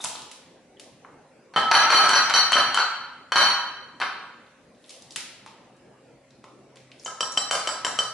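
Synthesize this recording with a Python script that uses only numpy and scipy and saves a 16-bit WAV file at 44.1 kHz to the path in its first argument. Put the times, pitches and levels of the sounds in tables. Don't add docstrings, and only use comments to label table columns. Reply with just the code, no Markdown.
import sys
import numpy as np
from scipy import signal
from scipy.io import wavfile
from scipy.ndimage import uniform_filter1d, minimum_filter1d

SR = 44100
rng = np.random.default_rng(int(sys.argv[2]) if len(sys.argv) > 2 else 0)


def master(y):
    cut = np.clip(np.atleast_2d(y).T, -1, 1)
    pcm = np.round(cut * 32767)
    wavfile.write(sys.argv[1], SR, pcm.astype(np.int16))


N = 358929


def amp(db):
    return 10 ** (np.asarray(db) / 20)


def read(points, hz):
    f, value = np.transpose(points)
    return np.interp(np.log(hz + 1), np.log(f + 1), value)


def add(mix, start_s, sound):
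    part = mix[..., round(start_s * SR):][..., :sound.shape[-1]]
    part += sound[..., :part.shape[-1]]


def pulse(colour_db, size=4096):
    hz = abs(np.fft.fftfreq(size, 1 / SR))
    log_gain = np.log(amp(np.maximum(colour_db(hz), -100)))
    phase = -signal.hilbert(log_gain).imag
    h = np.fft.ifft(np.exp(log_gain + 1j * phase)).real[:size // 2]
    return h / abs(h).max()


def ring(pitches_hz, modes):
    t = np.arange(SR // 2) / SR
    return sum(amp(db - 60 * t / t60_s) * np.sin(2 * np.pi * hz * t)
               for hz, (db, t60_s) in zip(pitches_hz, modes))


def bounces(chatter_s, per_s, crunch_s, gritty):
    chance, size = rng.random((2, 4000))
    t = np.arange(4000) / SR
    uneven = 2 * size - 1
    grit = uneven * np.exp(-t / crunch_s)
    chatter = (chance < per_s / SR) * uneven * np.exp(-(t / chatter_s) ** 2)
    return np.r_[1, gritty * (grit / np.linalg.norm(grit) + chatter)]


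def snap(centre_hz, spread_oct):
    def colour_db(hz):
        octaves = np.log2((hz + 1) / centre_hz) / np.where(hz > centre_hz, 1, .6)
        return -12 * (octaves / spread_oct) ** 2
    return pulse(colour_db, size=1024)


def shells():
    # start in seconds, level in dB.
    shell_knocks = [(0.002, -31.5), (0.041, -31.5), (0.046, -28.5), (0.055, -36), (0.086, -52),
                    (0.153, -38), (5.462, -42), (6.441, -43)]
    # start in seconds, level in dB, centre in Hz, spread in octaves.
    cracks = [(0.002, -32, 3650, 0.11), (0.034, -26, 4900, 2), (0.04, -11, 3960, 2),
              (0.046, -13.5, 7200, 0.77), (0.055, -23.5, 2740, 0.84), (0.086, -21, 3950, 1.8),
              (0.105, -27, 5500, 1.2), (0.156, -26, 3330, .8), (0.192, -34, 4200, 1.5),
              (0.219, -26, 4050, 1.5), (0.314, -22, 3520, 2.26), (0.768, -48, 3000, 0.31),
              (0.797, -25, 3440, 2.2), (1.047, -34.5, 970, 1.03), (4.382, -62, 2750, 0.39),
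              (4.465, -48, 3170, 0.68), (4.748, -52, 3770, 0.78), (4.841, -41.5, 3080, 0.78),
              (4.894, -27, 3800, 1.5), (4.905, -26, 3360, 2), (5.022, -34, 4540, 1.3),
              (5.107, -28, 4200, 1.2), (5.121, -28, 4440, 2), (5.160, -7.5, 2590, 2.58),
              (5.462, -32, 2290, 2.1), (5.475, -36, 2580, 1.46), (5.765, -49, 5540, 1.4),
              (6.306, -47, 3940, .95), (6.441, -36.5, 2190, 1.9), (6.758, -37, 2610, 2.2),
              (6.770, -36, 2200, 1.9), (6.917, -35.5, 2440, 1.2), (6.996, -36, 5000, .6),
              (7.048, -24.5, 6600, 0.25), (7.321, -21, 6340, .6)]
    # peak time in seconds, RMS at peak in dB, fall in dB/s.
    peel = [(.02, -42.5, 165), (4.9, -55.5, 85), (7.04, -54.5, 900)]
    # level in dB, t60 in seconds.
    hollow_hz = [1038, 1226, 896]
    hollow_modes = [(-5.5, 0.02), (1, 0.008), (-17.5, 0.16)]
    peel_rise_db_per_s, crack_hollow_db = 180, -30.5
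    near, far, hollow_drive = np.zeros((3, N))
    for start_s, db in shell_knocks:
        train = bounces(0.0037, per_s=200, crunch_s=0.0017, gritty=1.4)[1:]
        add(hollow_drive, start_s, amp(db) * train)
    for start_s, db, centre_hz, spread_oct in cracks:
        grit = bounces(0.0029, per_s=200, crunch_s=0.0037, gritty=1.12)[1:]
        shape = snap(centre_hz, spread_oct)
        add(near, start_s, amp(db) * np.convolve(grit, shape))
        add(far, start_s, amp(db) * shape)
        add(hollow_drive, start_s, amp(db + crack_hollow_db) * grit)
    t = np.arange(N) / SR
    grain_db = 1.9 * np.minimum(rng.exponential(1, N), 3)
    grains = (rng.random(N) < 900 / SR) * rng.standard_normal(N) * amp(grain_db)
    grains = signal.oaconvolve(grains, snap(centre_hz=4440, spread_oct=4.5))[:N]
    swell = sum(amp(db - np.maximum(peel_rise_db_per_s * (peak_s - t), fall * (t - peak_s)))
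                for peak_s, db, fall in peel)
    rest = grains / grains.std() * swell
    rest += signal.fftconvolve(hollow_drive, ring(hollow_hz, hollow_modes))[:N]
    return near + rest, far + rest


def spread_out(mid, side, hz):
    # frequency in Hz, side minus mid in dB.
    width = [(60, -19), (140, -17), (350, -11.5), (830, -10), (2000, -7.5), (4800, -0.5), (11500, 4)]
    side = side * amp(read(width, hz))[:, None]
    return np.array([mid + side, mid - side])


def air():
    # frequency in Hz, relative density in dB per Hz.
    tone_colour = [(25, 6), (60, -12), (130, -6.5), (272, -6), (543, -8.5), (633, -10.5), (1400, -21.5),
                   (1720, -21), (2470, -23), (3270, -29.5), (7830, -35), (12000, -43)]
    # time in seconds, RMS level in dB.
    hum_course = [(0, -89), (4.5, -85), (5.4, -68), (6.5, -64), (6.93, -57), (6.98, -72), (8.2, -55)]
    # frequency in Hz, RMS level in dB.
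    whine = [(533, -66.5), (254, -68), (602, -72)]
    hum_hz, tone_rms_db, patch_rms_db, speed_drift_rms = 130, -54, 3.1, 0.024
    frames, hz = N // 256 + 5, np.fft.rfftfreq(1024, 1 / SR)
    a, b, c, d, patches = rng.standard_normal((frames, 513, 5)).T
    patches = uniform_filter1d(uniform_filter1d(patches, size=6, axis=0), size=14, axis=1)
    colour_db = read(tone_colour, hz)[:, None] + patch_rms_db * patches / patches.std()
    z = spread_out(a + 1j * b, c + 1j * d, hz) * amp(colour_db)
    tone = signal.istft(z, nperseg=1024, noverlap=768)[1][:, :N]
    t = np.arange(N) / SR
    waver = uniform_filter1d(rng.standard_normal(N), size=8000)
    motor_s = t + np.cumsum(waver / waver.std()) * speed_drift_rms / SR
    hum = amp(np.interp(t, *np.transpose(hum_course))) * np.sin(2 * np.pi * hum_hz * motor_s)
    hum += sum(amp(db) * np.sin(2 * np.pi * tone_hz * motor_s) for tone_hz, db in whine)
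    return amp(tone_rms_db) * tone / tone.mean(0).std() + np.sqrt(2) * hum


def kitchen(sent, count=3):
    # frequency in Hz, t60 in seconds.
    decay = [(150, 0.85), (400, 0.67), (1000, 0.93), (2800, 0.9), (5000, 0.71), (8000, 0.54), (11000, 0.52)]
    build_up_s, turns_hz = 0.0013, 2.3
    out, t = np.zeros((2, N)), np.arange(N) / SR
    for k in range(count):
        taps = np.zeros((2, SR))
        at = np.arange(120, SR - 20, 20) + rng.integers(0, 20, (2, (SR - 121) // 20))
        np.put_along_axis(taps, at, rng.choice([-1., 1.], at.shape), 1)
        hz, s, z = signal.stft(taps, SR, nperseg=256)
        fade = amp(-60 * s / read(decay, hz)[:, None]) * (1 - np.exp(-s / build_up_s))
        tail = signal.istft(spread_out(*z, hz) * fade, SR, nperseg=256)[1]
        tail /= np.linalg.norm(tail.mean(0))
        turn = np.sqrt(2 / count) * np.cos(2 * np.pi * turns_hz * t + np.pi * k / count)
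        out += signal.fftconvolve((sent * turn)[None], tail, axes=1)[:, :N]
    return out


def bowl_rings():
    belly_hz, rim_hz, foot_hz = [813, 1039, 1304, 1608, 1780, 2180], [3075, 4025, 4345, 4755, 5608, 7531, 7886, 9243, 10850], [3992, 4016, 4338, 4380, 5062, 5830, 5878,
                                                                   7483, 9550, 9770, 10460, 10610]
    # level in dB, t60 in seconds.
    belly, rim, foot = [(-18, 0.28), (-4.5, 0.048), (0, .075), (-14, 0.16), (-21, 0.087), (-24, 0.027)], [(7, 0.069), (-17, 0.26), (-21, 0.042), (-13.5, 0.2), (-6, .05),
                                       (-14, .16), (-11, .14), (-19, 0.074), (-28, 0.025)], [(-7, .16), (-8, .14), (-4, .15), (0, .16), (-14, .22),
                                                    (-9, .14), (-9, .15), (-20, .2), (-27, .2), (-23, .2),
                                                    (-23, .2), (-28, .2)]
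    low_rim, high_rim = ring(rim_hz[:1], rim[:1]), ring(rim_hz[1:], rim[1:])
    return ring(belly_hz, belly), low_rim, high_rim, ring(foot_hz, foot)


def bowl(blows, thud_colour, rings, echo_db, gritty):
    thud = pulse(lambda hz: read(thud_colour, hz))
    tick = pulse(lambda hz: -14 * np.log2((hz + 1) / 7500) ** 2)
    drive = np.zeros((5, N))
    for start_s, thud_db, *rings_db, tick_db, chatter_s in blows:
        train = bounces(chatter_s, per_s=900, crunch_s=0.0017, gritty=gritty)
        add(drive[0], start_s, amp(thud_db) * np.r_[.45, train[1:]])
        add(drive[4], start_s, amp(tick_db) * train[1:200])
        ring_train = np.r_[1, .3 * train[1:]]
        add(drive[1:4], start_s, amp(rings_db)[:, None] * ring_train)
    parts = thud, *rings, tick
    sounds = np.array([signal.fftconvolve(d, p)[:N] for d, p in zip(drive, parts)])
    return sounds.sum(0), amp(echo_db) @ sounds


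def egg_knocks(belly, low_rim, high_rim, foot):
    # start in seconds, then levels in dB of thud, rim ring, tick.
    taps = [(1.538, -33, -55, -53), (1.714, 4.5, -25.5, -30.5), (1.903, 2, -29, -18.5),
            (2.092, -10, -26, -10), (2.298, -12.5, -32.5, -17.5), (2.52, -12, -28.5, -15.5),
            (2.745, -15, -24, -10.5), (3.32, -13.5, -32, -25), (4.001, -20.5, -35.5, -34)]
    # start in seconds, then levels in dB of thud, belly, rim and foot ring.
    landings = [(1.562, -11.5, -10.5, -21.5, -31.5), (1.75, -17, -12, -20, -21),
                (1.947, -6.5, -9, -22.5, -17), (2.04, -12.5, -20.5, -31.5, -26.5),
                (2.133, -4, -18, -25.5, -17), (2.339, -2, -16.5, -18, -14),
                (2.53, -29, -36.5, -16.5, -26.5), (2.557, -5, -12.5, -28, -23.5),
                (2.774, -8.5, -33.5, -34.5, -27.5), (3.358, 1, -17.5, -20, -11),
                (4.015, -14, -28.5, -41, -39)]
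    # frequency in Hz, level in dB.
    thud_colour = [(50, -58), (150, -26.5), (300, -22), (520, -10), (850, -4), (1400, 2.5), (2100, -7),
                   (3000, -13), (4500, -15.5), (8000, -47.5), (12000, -72.5)]
    echo_db = [-2.5, -1, -2.5, -0.5, -3]
    tap_belly_db, tap_foot_db, tap_chatter_s = -18.5, -17.5, 0.026
    landing_tick_db, landing_chatter_s = -26.5, 0.029
    blows = [(start_s, db, db + tap_belly_db, rim_db, db + tap_foot_db, tick_db, tap_chatter_s)
             for start_s, db, rim_db, tick_db in taps]
    blows += [(start_s, db, *rings_db, db + landing_tick_db, landing_chatter_s)
              for start_s, db, *rings_db in landings]
    soft_rim = low_rim + amp(-18.5) * high_rim
    return bowl(blows, thud_colour, [belly, soft_rim, foot], echo_db, gritty=0.9)


def fork_clinks(belly, low_rim, high_rim):
    # start in seconds, slap level in dB, low rim ring level in dB.
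    strokes = [(7.061, -18, -36.5), (7.207, -11.5, -23.5), (7.374, -11, -17.5), (7.511, -6, -24),
               (7.673, -12.5, -28), (7.848, -9, -26), (7.989, -9, -21)]
    # start in seconds, then levels in dB of slap, belly ring, high rim ring.
    skips = [(7.079, -28, -31, -35.5), (7.229, -32, -26, -24.5), (7.532, -30, -27, -32),
             (7.552, -15, -43, -30), (7.69, -17.5, -30, -31), (7.698, -40, -26.5, -35),
             (7.867, -16, -36, -32), (7.878, -32, -28, -33), (8.005, -16, -29.5, -27)]
    # frequency in Hz, level in dB.
    slap_colour = [(50, -37), (150, -28), (500, -10), (850, -11.5), (1500, -9), (2600, -21.5), (3600, -18),
                   (6000, -16), (9000, -23.5), (12000, -30.5)]
    echo_db = [-1, -1.5, -13.5, -3.5, -24]
    stroke_belly_db, stroke_high_rim_db, stroke_tick_db, stroke_chatter_s = -20, 2, -6, 0.0078
    skip_low_rim_db, skip_tick_db, skip_chatter_s = -5, -9.5, 0.007
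    blows = [(start_s, db, db + stroke_belly_db, rim_db, rim_db + stroke_high_rim_db,
              db + stroke_tick_db, stroke_chatter_s) for start_s, db, rim_db in strokes]
    blows += [(start_s, db, belly_db, rim_db + skip_low_rim_db, rim_db,
               db + skip_tick_db, skip_chatter_s) for start_s, db, belly_db, rim_db in skips]
    return bowl(blows, slap_colour, [belly, low_rim, high_rim], echo_db, gritty=1.0)


def wall_slap():
    wall = rng.standard_normal((2, 400)) * np.exp(-np.arange(400) / SR / 0.0022)
    wall = wall.mean(0) + .5 * (wall - wall.mean(0))
    return wall / np.linalg.norm(wall[0])


def scene():
    egg, egg_echo = shells()
    belly, low_rim, high_rim, foot = bowl_rings()
    knock, knock_echo = egg_knocks(belly, low_rim, high_rim, foot)
    clink, clink_echo = fork_clinks(belly, low_rim, high_rim)
    direct = (knock + clink + egg) * amp([[.6], [-.6]])
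    sent = knock_echo + clink_echo + amp(0.5) * egg_echo
    slap = signal.oaconvolve(sent[None], wall_slap(), axes=1)
    add(direct, .046, amp(-12.5) * slap)
    return direct + kitchen(sent) + air()


def record(dry):
    threshold_db, slope, detector_fall_db_per_s = -6.5, 0.87, 400.0
    bass_cut_hz, edge_hz, look_ahead = 128, 11250, 88
    peak_db = 20 * np.log10(abs(dry).max(0) + 1e-9)
    fall_db = np.arange(N) * detector_fall_db_per_s / SR
    held_peak_db = np.maximum.accumulate(peak_db + fall_db) - fall_db
    over_db = np.maximum(held_peak_db - threshold_db, 0)
    early_db = -minimum_filter1d(-over_db, size=look_ahead)
    held = dry / amp(slope * uniform_filter1d(early_db, size=look_ahead))
    held = signal.sosfilt(signal.butter(2, bass_cut_hz, "high", fs=SR, output="sos"), held)
    band_limit = signal.firwin(401, edge_hz, window=("kaiser", 7), fs=SR)
    return signal.oaconvolve(held, band_limit[None], "same")


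dry = scene()
out = record(dry)
master(out)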